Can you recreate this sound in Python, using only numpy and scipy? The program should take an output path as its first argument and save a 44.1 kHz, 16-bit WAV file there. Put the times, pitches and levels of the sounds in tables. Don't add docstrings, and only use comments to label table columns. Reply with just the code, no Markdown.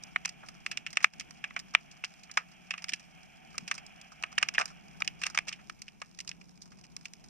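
import sys
import numpy as np
from scipy import signal
from scipy.fft import rfft, irfft, next_fast_len
from scipy.io import wavfile
from scipy.ndimage import uniform_filter1d

SR = 44100
rng = np.random.default_rng(int(sys.argv[2]) if len(sys.argv) > 2 else 0)


def amplitude_ratio(level_db):
    exponent = np.asarray(level_db, float) / 20
    return 10 ** exponent


def wav_record(signal):
    frames = np.transpose(np.atleast_2d(signal))
    bounded = np.clip(frames, -1, 1)
    quanta = np.round(bounded * 32767).astype(np.int16)
    wavfile.write(sys.argv[1], SR, quanta)


N = 321489
RING = 4096


def curve(hz, table, column=1):
    table = np.array(table)
    return np.interp(np.log(hz + 1e-9), np.log(table[:, 0]), table[:, column])


def mode(f, hz, width):
    return 1j * f * width / (hz ** 2 - f ** 2 + 1j * f * width)


def walk(rate):
    hold = int(SR / rate)
    steps = np.repeat(rng.standard_normal(N // hold + 1), hold)
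    x = uniform_filter1d(uniform_filter1d(steps, hold), hold)[:N]
    return x / x.std()


def noise(gain):
    size = next_fast_len(N)
    spectrum = rfft(rng.standard_normal((2, size))) * gain(np.fft.rfftfreq(size, 1 / SR))
    x = irfft(spectrum, size)[:, :N]
    return x / x.std()


def colour(table):
    return lambda f: amplitude_ratio(curve(f, table)) * (f > table[0][0]) * (f < table[-1][0])


# (t/s, body ring level/dB, low ring over body/dB, treble ring over body/dB, echo spread/ms)
NEAR_SNAPS = [(0.0361, -59.5, -7, 19.0, 1.5), (0.1603, -21, -8.5, -25.5, 1.83),
              (0.2491, -29, -14.5, -9, 3.5), (0.2567, -40, 1, 11, 1.1), (0.2756, -42.5, -9.0, -5, 6.1),
              (0.2905, -44.5, -18.0, 6.5, 2.2), (0.432, -72, 27.5, 2.0, 5.1), (0.4855, -46.5, -3, 3, 3.4),
              (0.6622, -28.5, -12, -9, 2.5), (0.7129, -33.5, -12, -2, 3.3),
              (0.7254, -42.5, -18, -15.5, 3.7), (0.7721, -28, -19, -5, 2.1), (0.8637, -31, -16.5, -10, 3.7),
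              (0.9037, -54, -9.0, 6.5, 3.6), (0.9286, -45.5, -2.5, 3.5, 2.9), (0.955, -52, -13, 0, 4.2),
              (0.9701, -19.5, -11.0, -9.5, 2.1), (1.0025, -41.0, -6, -10, 12), (1.025, -41.5, -5, 3, 10.3),
              (1.0434, -11, -8.5, -14.5, 1.2), (1.1358, -48.5, -13, -0.5, 2), (1.1975, -39.0, -32, 4, 2.3),
              (1.2073, -40, -13.0, -2, 3.7), (1.3074, -51, -3.0, 5, 1.6), (1.4403, -28.5, -10.5, -17, 3.1),
              (1.5053, -43.5, -6, -20, 3.3), (1.563, -27.5, -5.5, -17, 3.1), (1.591, -47, -25, 5.5, 1.4),
              (1.5972, -49.5, -9, 7.5, 2.2), (1.7372, -44.5, 3, 1.5, 5.9), (1.7496, -12, -10, -18, 1.3),
              (1.9123, -57, -10.0, 7.5, 5.3), (2.0376, -31, -8, -19, 2.8), (2.0446, -34.5, -19, -0.5, 3.2),
              (2.2331, -53.5, -30, 5, 3.6), (2.293, -48.5, -5, -22, 7.8), (2.3135, -52.5, -7, 11.5, 2.1),
              (2.372, -20.0, -3, -8.5, 2.9), (2.7062, -27, -16, -9.5, 3.4), (2.7369, -34, -5.5, -16, 3.9),
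              (2.7776, -38, -12, -8.5, 6.6), (2.8207, -48, -6, 0.5, 3.0), (2.8417, -37, -11.5, 1.0, 1.6),
              (2.8832, -40, -18, -4, 2.2), (2.8912, -33.5, -18, 0.5, 3), (2.9201, -41, -19.5, -9, 3.5),
              (2.934, -27.0, -20.5, -3, 2.7), (2.9959, -52.5, -10.0, 2, 4.8),
              (3.544, -58.5, 11.5, -12, 5.5), (3.5803, -33, -9.5, 1.5, 1.24), (3.6771, -37, -14, -1, 4.3),
              (3.7121, -25.5, -6, -6.5, 3.2), (3.7412, -53.0, -1.0, 8, 1.8), (3.749, -56, 5, 14, 5.7),
              (3.7791, -40.5, -6.5, -2.5, 3.4), (3.864, -62, -18, 15, 2.7), (4.0136, -53.5, -18, 5, 2),
              (4.1183, -71.5, 23.5, 19, 7.1), (4.2253, -46, 2.0, 4.5, 1.3), (4.2357, -26.5, -7.5, -15, 2.3),
              (4.3153, -67, 12, 12, 6.1), (4.3266, -49, -1, -1.0, 2.1), (4.3791, -20.5, -8, -19, 1.8),
              (4.3832, -27.5, -15, -0.5, 1.6), (4.4115, -43.5, -1.5, -6, 7.7),
              (4.4268, -19, -7.5, -8, 2.76), (4.4863, -26.5, -13.5, -5, 2.2),
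              (4.5383, -46.5, -3.5, 4.5, 3.1), (4.5475, -31.5, -12.5, -10, 4.6),
              (4.5811, -19.5, -4.5, -20.5, 1.44), (4.589, -34.0, 2, -0.5, 2.3), (4.596, -32, 5.5, -2, 7.9),
              (4.6103, -27.5, 1.5, -8, 4), (4.6559, -43.5, -2.5, 8.5, 2.3), (4.6766, -51.0, -5, 2.5, 11.1),
              (4.702, -68.5, 20, 14.5, 8.6), (5.0027, -46.0, 4.5, 3, 3.6),
              (5.0208, -23, -11.5, -15.5, 0.78), (5.0456, -46.5, -12, 1, 3.8),
              (5.0763, -27, -22.5, -1.5, 1.7), (5.2156, -36.5, -7.5, -3.5, 4.5),
              (5.231, -40, -20, -14.0, 2.7), (5.2353, -26.5, -16.5, -7, 2.4), (5.251, -36.5, -4, -6, 16),
              (5.2652, -29.5, -8, 0.0, 1.9), (5.2989, -53.5, 7, 10, 3.7), (5.3461, -35.5, -1, -2, 5),
              (5.3743, -21, -6.5, -9, 2.5), (5.3873, -22.5, -10.5, -10, 1.4), (5.4712, -43, -1, -2, 10),
              (5.4818, -32.5, -24.5, -4, 3.3), (5.4878, -40, -13, 4.5, 3.9), (5.512, -46, -6, -21, 8.6),
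              (5.5257, -34.5, -22, -6.0, 4.9), (5.588, -53.5, -0.5, -19, 11),
              (5.6964, -38.5, -2.5, -6.0, 2.14), (5.818, -47.5, -15.5, 8, 2.2),
              (5.8811, -42, -26.5, -7.5, 2.7), (6.0168, -38, 0.5, -6, 2.1), (6.1879, -42, -14, 2.5, 2.3),
              (6.2027, -41, -27, 3.5, 3.4), (6.2754, -42.5, -16, 4.5, 3.2), (6.2912, -44.5, -9, 9.5, 3),
              (6.3139, -39.5, -22, -8, 2.0), (6.4115, -51, -10.0, -6.5, 3.9), (6.6193, -70.5, -10, 25, 2.1),
              (6.6229, -76.5, 0.5, 25, 6), (6.8367, -54.0, -15.5, 1, 6.7), (6.9652, -47.5, -8.5, 9.5, 1.23),
              (7.0543, -37.5, -17, -3.5, 2.7), (7.1352, -55, -15.5, 10, 1.4), (7.2394, -59.5, -4, 7.5, 4.6)]


def near_snaps():
    return snaps(NEAR_SNAPS)


def snaps(rows):
    f = np.fft.rfftfreq(RING, 1 / SR)
    groups = housing_modes(f)
    angle_db, top_hz = 2, 11000
    out = np.zeros((2, N + RING))
    for s, body_db, low_db, treble_db, spread_ms in rows:
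        sound = arrivals(f, spread_ms)
        low, body, treble = (amplitude_ratio(angle_db * rng.standard_normal(len(modes))) @ modes for modes in groups)
        centre_hz = np.clip(2240 - 29.5 * low_db + 9.5 * treble_db, 1950, 2920)
        body = body * mode(f, centre_hz, 840)
        dulling_db = 0.22 * min(treble_db, 0) + 4.0 * rng.standard_normal()
        treble = treble / (1 + 1j * f / (top_hz * amplitude_ratio(dulling_db)))
        start = int(s * SR)
        for db, ring in ((low_db, low), (0, body), (treble_db, treble)):
            part = irfft(sound * ring, RING)
            rms_5ms = np.sqrt(np.sum(part ** 2, axis=1, keepdims=True) / (SR / 200))
            out[:, start:start + RING] += amplitude_ratio(body_db + db) * part / rms_5ms
    return out[:, :N]


def arrivals(f, spread_ms, rise=0.32, pack=0.81, ragged_db=4.5, echo_db=3.5):
    tail_db, tail_ms, tail_hz = -43, 20, 4000
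    ms = np.arange(RING) * 1000 / SR
    grain, ragged, wash_grain = rng.standard_normal((3, 2, RING))
    echoes = np.repeat(ragged[0, ::32], 32)
    rough = grain * amplitude_ratio(ragged_db * ragged + echo_db * echoes)
    fade = np.exp(-(ms / (pack * spread_ms)) ** 0.79)
    burst = rough * fade * (1 - np.exp(-ms / (rise * spread_ms)))
    wash = amplitude_ratio(tail_db) * min(spread_ms, 4.5) ** 2 * wash_grain * np.exp(-ms / tail_ms)
    return rfft(burst) + rfft(wash) / (1 + 1j * f / tail_hz)


# (f/Hz, width/Hz, level/dB)
LOW_MODES = [(740, 370, -9.5), (1235, 230, -3.5)]
BODY_MODES = [(1805, 360, 16), (2350, 1000, 11.5), (2728, 1200, 1), (3000, 170, -14.5)]
TREBLE_MODES = [(5180, 1300, 22.5), (5900, 3000, 6), (8300, 830, -29), (11000, 5600, -29)]


def housing_modes(f):
    low_wall = mode(f, 1100, 710)
    body_wall = mode(f, 2450, 2200) ** 2
    treble_wall = mode(f, 7200, 4600) / (1 + 1j * f / 11000) ** 3
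    walls = low_wall, body_wall, treble_wall
    return [wall * np.array([amplitude_ratio(db) * mode(f, hz, width) for hz, width, db in group])
            for wall, group in zip(walls, (LOW_MODES, BODY_MODES, TREBLE_MODES))]


def far_snaps(treble_db=-71.5, scatter_db=4.2, count=560):
    u, g = rng.random((count, 3)), rng.standard_normal((count, 2))
    time_s = u[:, 0] * N / SR
    treble = treble_db + np.minimum(-scatter_db * np.log(u[:, 1]), 15)
    body = treble - 10 + 3.5 * g[:, 0]
    low_over_body = -3 + 4 * g[:, 1]
    spread_ms = 1.1 + 7 * u[:, 2] ** 2
    return snaps(np.c_[time_s, body, low_over_body, treble - body, spread_ms])


# (t/s, peak level/dB, f/Hz)
KNOCKS = [(2.926, -52.5, 256), (3.626, -46, 192)]


def thumps(cycles=1.7, rise_ms=1.4):
    out, t = np.zeros(N + RING), np.arange(RING) / SR
    for s, db, hz in KNOCKS:
        fade = np.exp(-t * hz / cycles) * (1 - np.exp(-t * 1000 / rise_ms))
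        knock = np.sin(2 * np.pi * hz * t) * fade
        start = int(s * SR)
        out[start:start + RING] += amplitude_ratio(db) * knock / knock.max()
    return out[:N]


# (t/s, hiss level/dB, rumble level/dB)
WATER_LEVELS = [(0, -56.5, -57), (.8, -59.5, -55.5), (1.6, -60.5, -57), (2.2, -61.5, -61.5),
                (3.3, -58.5, -60), (4.4, -57.5, -55), (5.402, -60, -54.5), (5.801, -69.5, -57),
                (6.701, -74, -56), (7.29, -66, -58)]


def water():
    s, *columns = np.transpose(WATER_LEVELS)
    hiss_db, rumble_db = (np.interp(np.arange(N) / SR, s, column) for column in columns)
    return hiss(hiss_db) + fine_hiss(hiss_db) + rumble(rumble_db)


# (f/Hz, level/dB per Hz)
HISS_COLOUR = [(550, -12.5), (740, 1.5), (1000, -15.5), (1290, -8.5), (2000, -12), (2320, -1.5),
               (2750, -6.5), (3340, -10), (3800, -40)]


def hiss(level_db):
    return amplitude_ratio(level_db + 1.3 * walk(29)) * noise(colour(HISS_COLOUR))


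# (f/Hz, level/dB per Hz)
FINE_COLOUR = [(3500, -10), (4500, -9.5), (5500, -4), (6600, -4.5), (8400, -14), (12400, -15),
               (14200, -24.5), (16000, -63)]


def fine_hiss(hiss_db, fine_db=-72, follow=0.23):
    level_db = fine_db + follow * (hiss_db - hiss_db.mean())
    return amplitude_ratio(level_db + 1.2 * walk(50)) * noise(colour(FINE_COLOUR))


# (f/Hz, level/dB per Hz)
RUMBLE_COLOUR = [(20, -12), (100, -17), (150, -3), (185, -1.5), (270, -13), (530, -26), (740, -20.5),
                 (950, -23.5), (2000, -42), (3600, -37.5)]


def rumble(level_db):
    return amplitude_ratio(level_db + 1.5 * walk(6)) * noise(colour(RUMBLE_COLOUR))


# (f/Hz, level/dB, waver/dB)
HUM_TONES = [(62, -75, 2), (176.2, -69.5, 5.5)]


def hum(drift=0.0054):
    out = np.zeros(N)
    for hz, db, waver_db in HUM_TONES:
        phase = 2 * np.pi * np.cumsum(hz * (1 + drift * walk(6.9))) / SR
        out += amplitude_ratio(db + waver_db * walk(3)) * np.sin(phase)
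    return out


# (f/Hz, left lead/rad, likeness 0-1, left minus right level/dB)
PORT_PAIR = [(60, 3.4, .3, 1), (170, 3.4, .6, 2), (380, 2.8, .2, 0), (700, 2.0, .8, -4.5),
             (1250, 2.0, .85, 4), (1600, 1.0, .5, -8), (2300, 0, .95, -.5), (2850, .7, .75, -3),
             (3300, 1.5, .85, 2.5), (3900, .8, .25, -3), (5000, 4.1, .8, -7), (5500, 5.6, .45, -10),
             (6200, 7.5, .3, 2.5), (6900, 9.9, .7, 0), (9000, 10.8, .3, -1)]


def microphone_ports(own, shared):
    size = next_fast_len(N + RING)
    f = np.fft.rfftfreq(size, 1 / SR)
    own, right = rfft(own, size), rfft(shared, size)
    alike = np.clip(curve(f, PORT_PAIR, column=2), 0, 1)
    tilt = amplitude_ratio(curve(f, PORT_PAIR, column=3) / 2)
    left = alike * np.exp(1j * curve(f, PORT_PAIR)) * right + np.sqrt(1 - alike ** 2) * own
    return irfft(np.array([left * tilt, right / tilt]), size)[:, :N]


def scene():
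    own, shared = near_snaps() + far_snaps() + water()
    return microphone_ports(own, shared) + thumps() + hum()


def top_cut(x):
    return signal.sosfilt(signal.butter(12, 16500, fs=SR, output="sos"), x)


# (centre t/s, half width/s, level/dB)
LEVEL_SAG = (1.106, 0.03, -10)


def record(dry):
    centre, half, db = LEVEL_SAG
    t = np.arange(N) / SR
    sag = amplitude_ratio(db * np.exp(-((t - centre) / half) ** 4))
    mix = 1.053 * np.tanh(dry * sag / 1.108)
    return top_cut(mix)


dry = scene()
out = record(dry)
wav_record(out)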